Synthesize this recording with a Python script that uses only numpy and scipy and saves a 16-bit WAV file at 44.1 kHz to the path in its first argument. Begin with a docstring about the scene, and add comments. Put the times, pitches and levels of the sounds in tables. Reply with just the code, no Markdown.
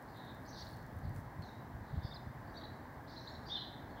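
"""Small birds chirp among trees and rocks, some way off the microphone: short arching whistles,
pure or raspy, each trailing a diffuse echo. A far road rumbles steadily behind them.
A light breeze blows on the microphone and a few eddies bump it. Close by, something dry
ticks, creaks in runs of tiny slips and rustles faintly.
The image is almost mono; only the microphone hiss has a little width."""
import sys
import numpy as np
from scipy import signal
from scipy.fft import rfft, irfft, next_fast_len
from scipy.io import wavfile
from scipy.ndimage import map_coordinates

SR = 44100
rng = np.random.default_rng(int(sys.argv[2]) if len(sys.argv) > 2 else 0)


def master(y):
    """Save y as 16-bit WAV."""
    cut = np.clip(np.atleast_2d(y).T, -1, 1)
    pcm = np.round(cut * 32767)  # scale
    wavfile.write(sys.argv[1], SR, pcm.astype(np.int16))


N = 176400


def amp(db):
    """Decibels to gain."""
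    return 10 ** (np.asarray(db) / 20)


def unit(x):
    """Scale to rms 1."""
    return x / np.sqrt(np.mean(x ** 2) + 1e-20)


def curve(rows):
    """One value per sample from (time [s], value) points."""
    return np.interp(np.arange(N) / SR, *np.transpose(rows))


def wobble(rate):
    """A smooth random curve, rate knots a second."""
    return map_coordinates(rng.standard_normal(4096), [np.arange(N) * rate / SR], mode="wrap")


def filtered(x, response):
    """Filter x by a gain given as a function of frequency."""
    size = next_fast_len(N + 8192)
    return irfft(rfft(x, size) * response(np.fft.rfftfreq(size, 1 / SR)), size)[..., :N]


def noise(colour):
    """Noise of rms 1, its spectrum shaped by (frequency [Hz], gain [dB]) points."""
    points_hz, db = np.transpose(colour)
    white = rng.standard_normal(N)
    return unit(filtered(white, lambda hz: amp(np.interp(np.log(hz + 1), np.log(points_hz), db))))


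def add(track, start, x):
    """Mix x into the track at start seconds."""
    i = int(np.clip(round(start * SR), 0, N))
    track[i:i + len(x)] += x[:N - i]


def birds():
    """Whistles some way off arch in pitch and reach the microphone directly and through the trees."""
    # bird notes (start [s], length [s], first pitch [Hz], top pitch [Hz], last pitch [Hz],
    # level [dB], echo send [0-1], rasp [0-1])
    notes = [ (0.069, 0.042, 4230, 4410, 4170, -70, .9, .6),
             (0.136, 0.13, 3700, 3910, 3790, -63, 0.7, 0.48),
             (0.265, 0.072, 3850, 3790, 3680, -63.5, 0.25, .45),
             (0.445, .035, 4120, 4530, 4400, -63.5, .8, 0.57),
             (0.471, 0.055, 5820, 6250, 5400, -64, 0.37, 0.2),
             (0.482, .04, 5080, 5620, 4960, -65, 0.6, 0.64),
             (0.519, 0.045, 3780, 4550, 4030, -58, 0.56, 0.58),
             (0.549, 0.048, 3500, 4365, 3550, -53, 0.88, .8), (.574, .048, 5250, 6100, 5450, -67, 0.4, 1),
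             (0.603, 0.022, 5600, 5660, 5460, -61.5, 0.05, 0),
             (.609, 0.023, 3410, 4730, 3330, -55.5, 0.1, .1),
             (.666, 0.021, 3370, 4400, 3670, -59, 0.18, .15),
             (.733, .015, 4430, 4370, 4040, -64.5, .2, 0.02),
             (.783, 0.021, 4000, 4350, 4330, -76, 0.1, 0.4), (1.025, 0.05, 4170, 4400, 4270, -71, 0.6, 0.5),
             (1.419, 0.029, 4480, 4300, 3760, -62, 0.06, 0.24),
             (1.436, 0.06, 3800, 4170, 3830, -67, 0.5, .5),
             (1.427, 0.063, 5470, 5920, 5500, -75, 0.7, 0.96),
             (1.486, 0.013, 3750, 3800, 3670, -59, 0.57, 0.19),
             (1.819, 0.21, 3870, 4000, 3800, -72.5, 0.7, .7),
             (2.012, 0.05, 3650, 3610, 3330, -63, 0.75, 0.26),
             (2.021, 0.033, 3730, 4860, 3900, -56.5, 0.95, 0.47),
             (2.108, 0.029, 3500, 3710, 3280, -56, 0.22, 0.1),
             (2.133, 0.035, 3390, 5070, 3730, -58.5, 0.02, .08),
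             (2.159, 0.015, 4000, 4100, 3970, -56.5, .1, 0.2),
             (2.471, 0.015, 4370, 4590, 4550, -66, 0.8, 0.3), (2.525, .04, 5170, 5800, 5460, -75, 0.9, 0.7),
             (2.537, 0.027, 3720, 3910, 3700, -57.5, 0.92, 0.34),
             (2.566, .028, 4090, 4610, 3740, -55, 0.24, 0.04),
             (2.611, 0.015, 3660, 3980, 3640, -59, 0.2, 0.4),
             (2.633, 0.026, 3570, 4027, 3640, -54.5, 0.4, 0.37),
             (2.645, 0.0365, 3930, 4400, 3600, -75, 0.5, 0.63),
             (3.062, .085, 3420, 4700, 4320, -61.5, 0.74, 0.75),
             (3.09, .045, 4900, 5630, 5200, -70, 0.8, .9),
             (3.157, .048, 3394, 4270, 3870, -54.5, 0.5, 0.35),
             (3.183, .04, 5100, 5530, 5200, -67, 0.8, .8), (3.228, 0.046, 3666, 4475, 3460, -62, 1, 0.77),
             (3.255, 0.067, 6550, 6830, 6740, -76.5, 0.9, 0.7),
             (3.268, .042, 3407, 4265, 3740, -53, 0.36, 0.24), (3.315, .01, 5330, 5370, 5300, -64, 0.7, .2),
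             (3.348, 0.015, 3510, 4090, 4100, -56, 0.43, 0.63),
             (3.443, 0.085, 4020, 4900, 4180, -55.5, 0.94, 0.93),
             (3.48, .04, 3280, 3670, 3470, -53, 0.9, 0.3),
             (3.494, 0.093, 3200, 3710, 2890, -42, 0.33, 0.13),
             (3.532, 0.12, 3900, 4080, 2910, -49.5, 0.72, 0.18),
             (3.889, 0.043, 4140, 4370, 4270, -71, 0.7, .3),
             (3.96, 0.048, 3370, 3420, 3380, -64.5, 0.84, 0.45)]
    top_at, arch_power = .42, 1.096  # where in a note the arch tops, and how pointed it is
    attack, release = .3, .4  # shares of a note's length
    quaver_depth, flutter_db, rasp_hz, echo_db = .006, 2.5, 534, -1.5
    knot_rates = (220, 220, 1200)  # per second: quaver, flutter, grit
    out = np.zeros(N)
    for start, length, first, top, last, db, send, rasp in notes:
        progress = np.linspace(0, 1, int(length * SR))
        quaver, flutter, grit = (
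            map_coordinates(rng.standard_normal(512), [progress * length * rate], mode="wrap")
            for rate in knot_rates)
        arch = np.abs(np.sin(np.pi * np.interp(progress, [0, top_at, 1], [0, .5, 1]))) ** arch_power
        edge_hz = np.where(progress < top_at, first, last)
        hz = (edge_hz + (top - edge_hz) * arch) * (1 + quaver_depth * quaver) + rasp * rasp_hz * grit
        whistle = np.sin(2 * np.pi * np.cumsum(hz) / SR)
        ramp = np.clip(np.minimum(progress / attack, (1 - progress) / release), 0, 1)
        note = amp(db) * unit(np.sin(np.pi / 2 * ramp) * amp(flutter_db * flutter) * whistle)
        echo = signal.fftconvolve(note, woodland_echo())
        echo *= amp(echo_db) * np.linalg.norm(note) / np.linalg.norm(echo)
        send = np.clip(send, .02, .98)
        add(out, start, np.sqrt(1 - send) * note)
        add(out, start, np.sqrt(send) * echo)
    return out


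def woodland_echo():
    """One path through the trees: dense near scatter and a longer tail, energy 1."""
    tail_t60_s, near_t60_s, near_db, rise_s = .61, .15, 3, .017
    t = np.arange(SR) / SR
    decay = amp(-60 * t / tail_t60_s) + amp(near_db - 60 * t / near_t60_s)
    response = decay * (1 - np.exp(-t / rise_s)) * rng.standard_normal(SR)
    return response / np.linalg.norm(response)


def wind():
    """A light breeze rumbles on the microphone; single eddies bump it for a few cycles."""
    # eddies on the microphone (centre [s], half length [s], pitch [Hz], peak level [dB])
    puffs = [(0.763, 0.012, 105, -44), (.978, .014, 92.7, -39.5), (1.054, 0.0055, 89, -36),
             (1.088, 0.015, 84.6, -36), (1.118, 0.014, 93, -38), (1.179, 0.019, 96.5, -37.5),
             (1.4, 0.011, 94, -34.5), (1.58, 0.014, 98.7, -48.5), (1.753, 0.011, 60.9, -40.5),
             (1.822, 0.014, 85.16, -41.5), (1.94, 0.011, 134.4, -34.5), (1.984, 0.013, 82.4, -33),
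             (2.051, 0.0042, 103.5, -32), (2.278, 0.023, 85, -46.5)]
    # strength of the breeze (time [s], level [dB])
    breeze_level = [(0, -62.5), (.6, -56.5), (1.1, -48), (1.35, -58), (1.65, -56.5), (2.0, -55),
                    (2.35, -56.5), (2.6, -59.5), (4, -59)]
    # spectrum of the wind rumble (frequency [Hz], gain [dB])
    colour = [(20, -19), (30, -9), (42, 0.5), (85, -4.5), (150, -2.5), (300, -20), (600, -44), (2000, -100)]
    pitch_wander, turbulence_db = .12, -11
    t = np.arange(N) / SR
    out = amp(curve(breeze_level) + 1.3 * wobble(16)) * noise(colour)
    turbulence = amp(turbulence_db) * noise(colour)
    wandering_time = np.cumsum(1 + pitch_wander * wobble(110)) / SR
    for centre, half_length, hz, db in puffs:
        swell = amp(db) * np.exp(-((t - centre) / half_length) ** 2)
        bump = np.sin(2 * np.pi * (hz * wandering_time + rng.random()))
        out += swell * (bump + turbulence)
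    return out


def ticks():
    """Tiny dry snaps close to the microphone: a burst of treble over a lower body."""
    # dry snaps (time [s], level [dB], body gain [dB])
    snaps = [(.025, -52, -20), (0.172, -52, -20), (.185, -54, -15), (.25, -55, -20), (.347, -53, -18),
             (.462, -55, -20), (.505, -53, -20), (.689, -60, -20), (.71, -56, -20), (.73, -53, -20),
             (.77, -53, -20), (.828, -56, -10), (.865, -52, -15), (0.966, -52.5, -23), (.989, -51, -17),
             (1.094, -51, -20), (1.162, -55, 5), (1.422, -60, 10)]
    # spectrum of a snap's treble (frequency [Hz], gain [dB])
    top_colour = [(2000, -30), (6000, -1.5), (10000, -6.5), (13500, 3), (16000, 3)]
    # spectrum of its body (frequency [Hz], gain [dB])
    body_colour = [(500, -20), (2200, 5), (5000, -3), (10000, -9), (16000, -18)]
    t60_s = .014
    t = np.arange(SR // 20) / SR
    top, body = np.zeros((2, N))
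    for start, db, body_db in snaps:
        snap = amp(db - 60 * t / t60_s) / 2
        add(top, start, snap)
        add(body, start, amp(body_db) * snap)
    return top * noise(top_colour) + body * noise(body_colour)


def creaks():
    """Close, faint creaks: quick runs of nearly regular slips that swell and fade."""
    # runs of slips (start [s], length [s], slip rate [1/s], level [dB])
    runs = [(0.557, 0.21, 98, -49), (0.722, .09, 47, -55), (1.134, 0.089, 170, -51.5)]
    # spectrum of a slip (frequency [Hz], gain [dB])
    colour = [(2000, -22), (4500, -8), (7500, -7.5), (10000, -4), (12500, -13), (16000, 0.5)]
    t60_s, scatter_db, jitter = .0094, 1.0, .055
    t = np.arange(SR // 50) / SR
    envelope = np.zeros(N)
    for start, length, rate, db in runs:
        for k, (late, size) in enumerate(rng.standard_normal((64, 2))):
            if k < length * rate:
                swell = np.sqrt(abs(np.sin(np.pi * k / (length * rate))))
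                slip = amp(db + scatter_db * size - 60 * t / t60_s) / 2
                add(envelope, start + (k + jitter * late) / rate, swell * slip)
    return envelope * noise(colour)


def rustle():
    """A fine grainy sizzle close by, around the ticks and creaks."""
    # strength of the rustle (time [s], level [dB])
    level = [(0, -84), (.55, -83), (.68, -85), (.78, -81), (.86, -86), (1.0, -82), (1.12, -89), (1.17, -75),
             (1.25, -89), (1.6, -105), (4, -110)]
    # spectrum of the rustle (frequency [Hz], gain [dB])
    colour = [(2000, -27), (5000, -7), (9000, -2), (13000, 0), (16000, -8)]
    return amp(curve(level) + 2.5 * wobble(180)) * noise(colour)


def traffic():
    """The even, dull wash of a far road."""
    # the road as heard at the microphone (time [s], level [dB])
    level = [(0, -51), (1.5, -51.5), (2.5, -51), (4, -50)]
    # spectrum of far traffic (frequency [Hz], gain [dB])
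    colour = [(20, -41.5), (40, -21.5), (65, -3.5), (125, 1.5), (170, -7.5), (250, -2.5), (400, -11),
              (520, -11), (820, -7), (1050, -10.5), (1380, -18), (1620, -12.5), (1950, -17.5),
              (2250, -26.5), (2600, -40.5), (4000, -55)]
    return amp(curve(level) + .4 * wobble(3.51)) * noise(colour)


def microphone_hiss():
    """The microphone's steady noise floor, left and right, with a little width."""
    # spectrum of the mid hiss (frequency [Hz], gain [dB])
    mid_colour = [(300, -20), (2500, 1), (4200, 3), (6000, -3.5), (8000, -6.5), (10500, -7.5),
                  (13000, -3.5), (15700, 0.5)]
    # spectrum of the side hiss (frequency [Hz], gain [dB])
    side_colour = [(100, -20), (350, -17.5), (700, -13), (1200, -25), (3000, -0.5), (7000, 6.5),
                   (15700, 6.5)]
    mid_db, side_db = -70.5, -81
    mid = amp(mid_db) * noise(mid_colour)
    side = amp(side_db) * noise(side_colour)
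    return np.array([mid + side, mid - side])


def scene():
    """Every source, near or far, sits in the centre over the microphone hiss."""
    centre = birds() + wind() + traffic() + ticks() + creaks() + rustle()
    return centre + microphone_hiss()


def record(dry):
    """The recorder rolls off the deepest bass and keeps nothing above its band limit."""
    low_cut_hz, band_limit_hz = 36, 15800
    return filtered(dry, lambda hz: (hz < band_limit_hz) * (1 - 1 / (1 + (hz / low_cut_hz) ** 4)))


dry = scene()
out = record(dry)
master(out)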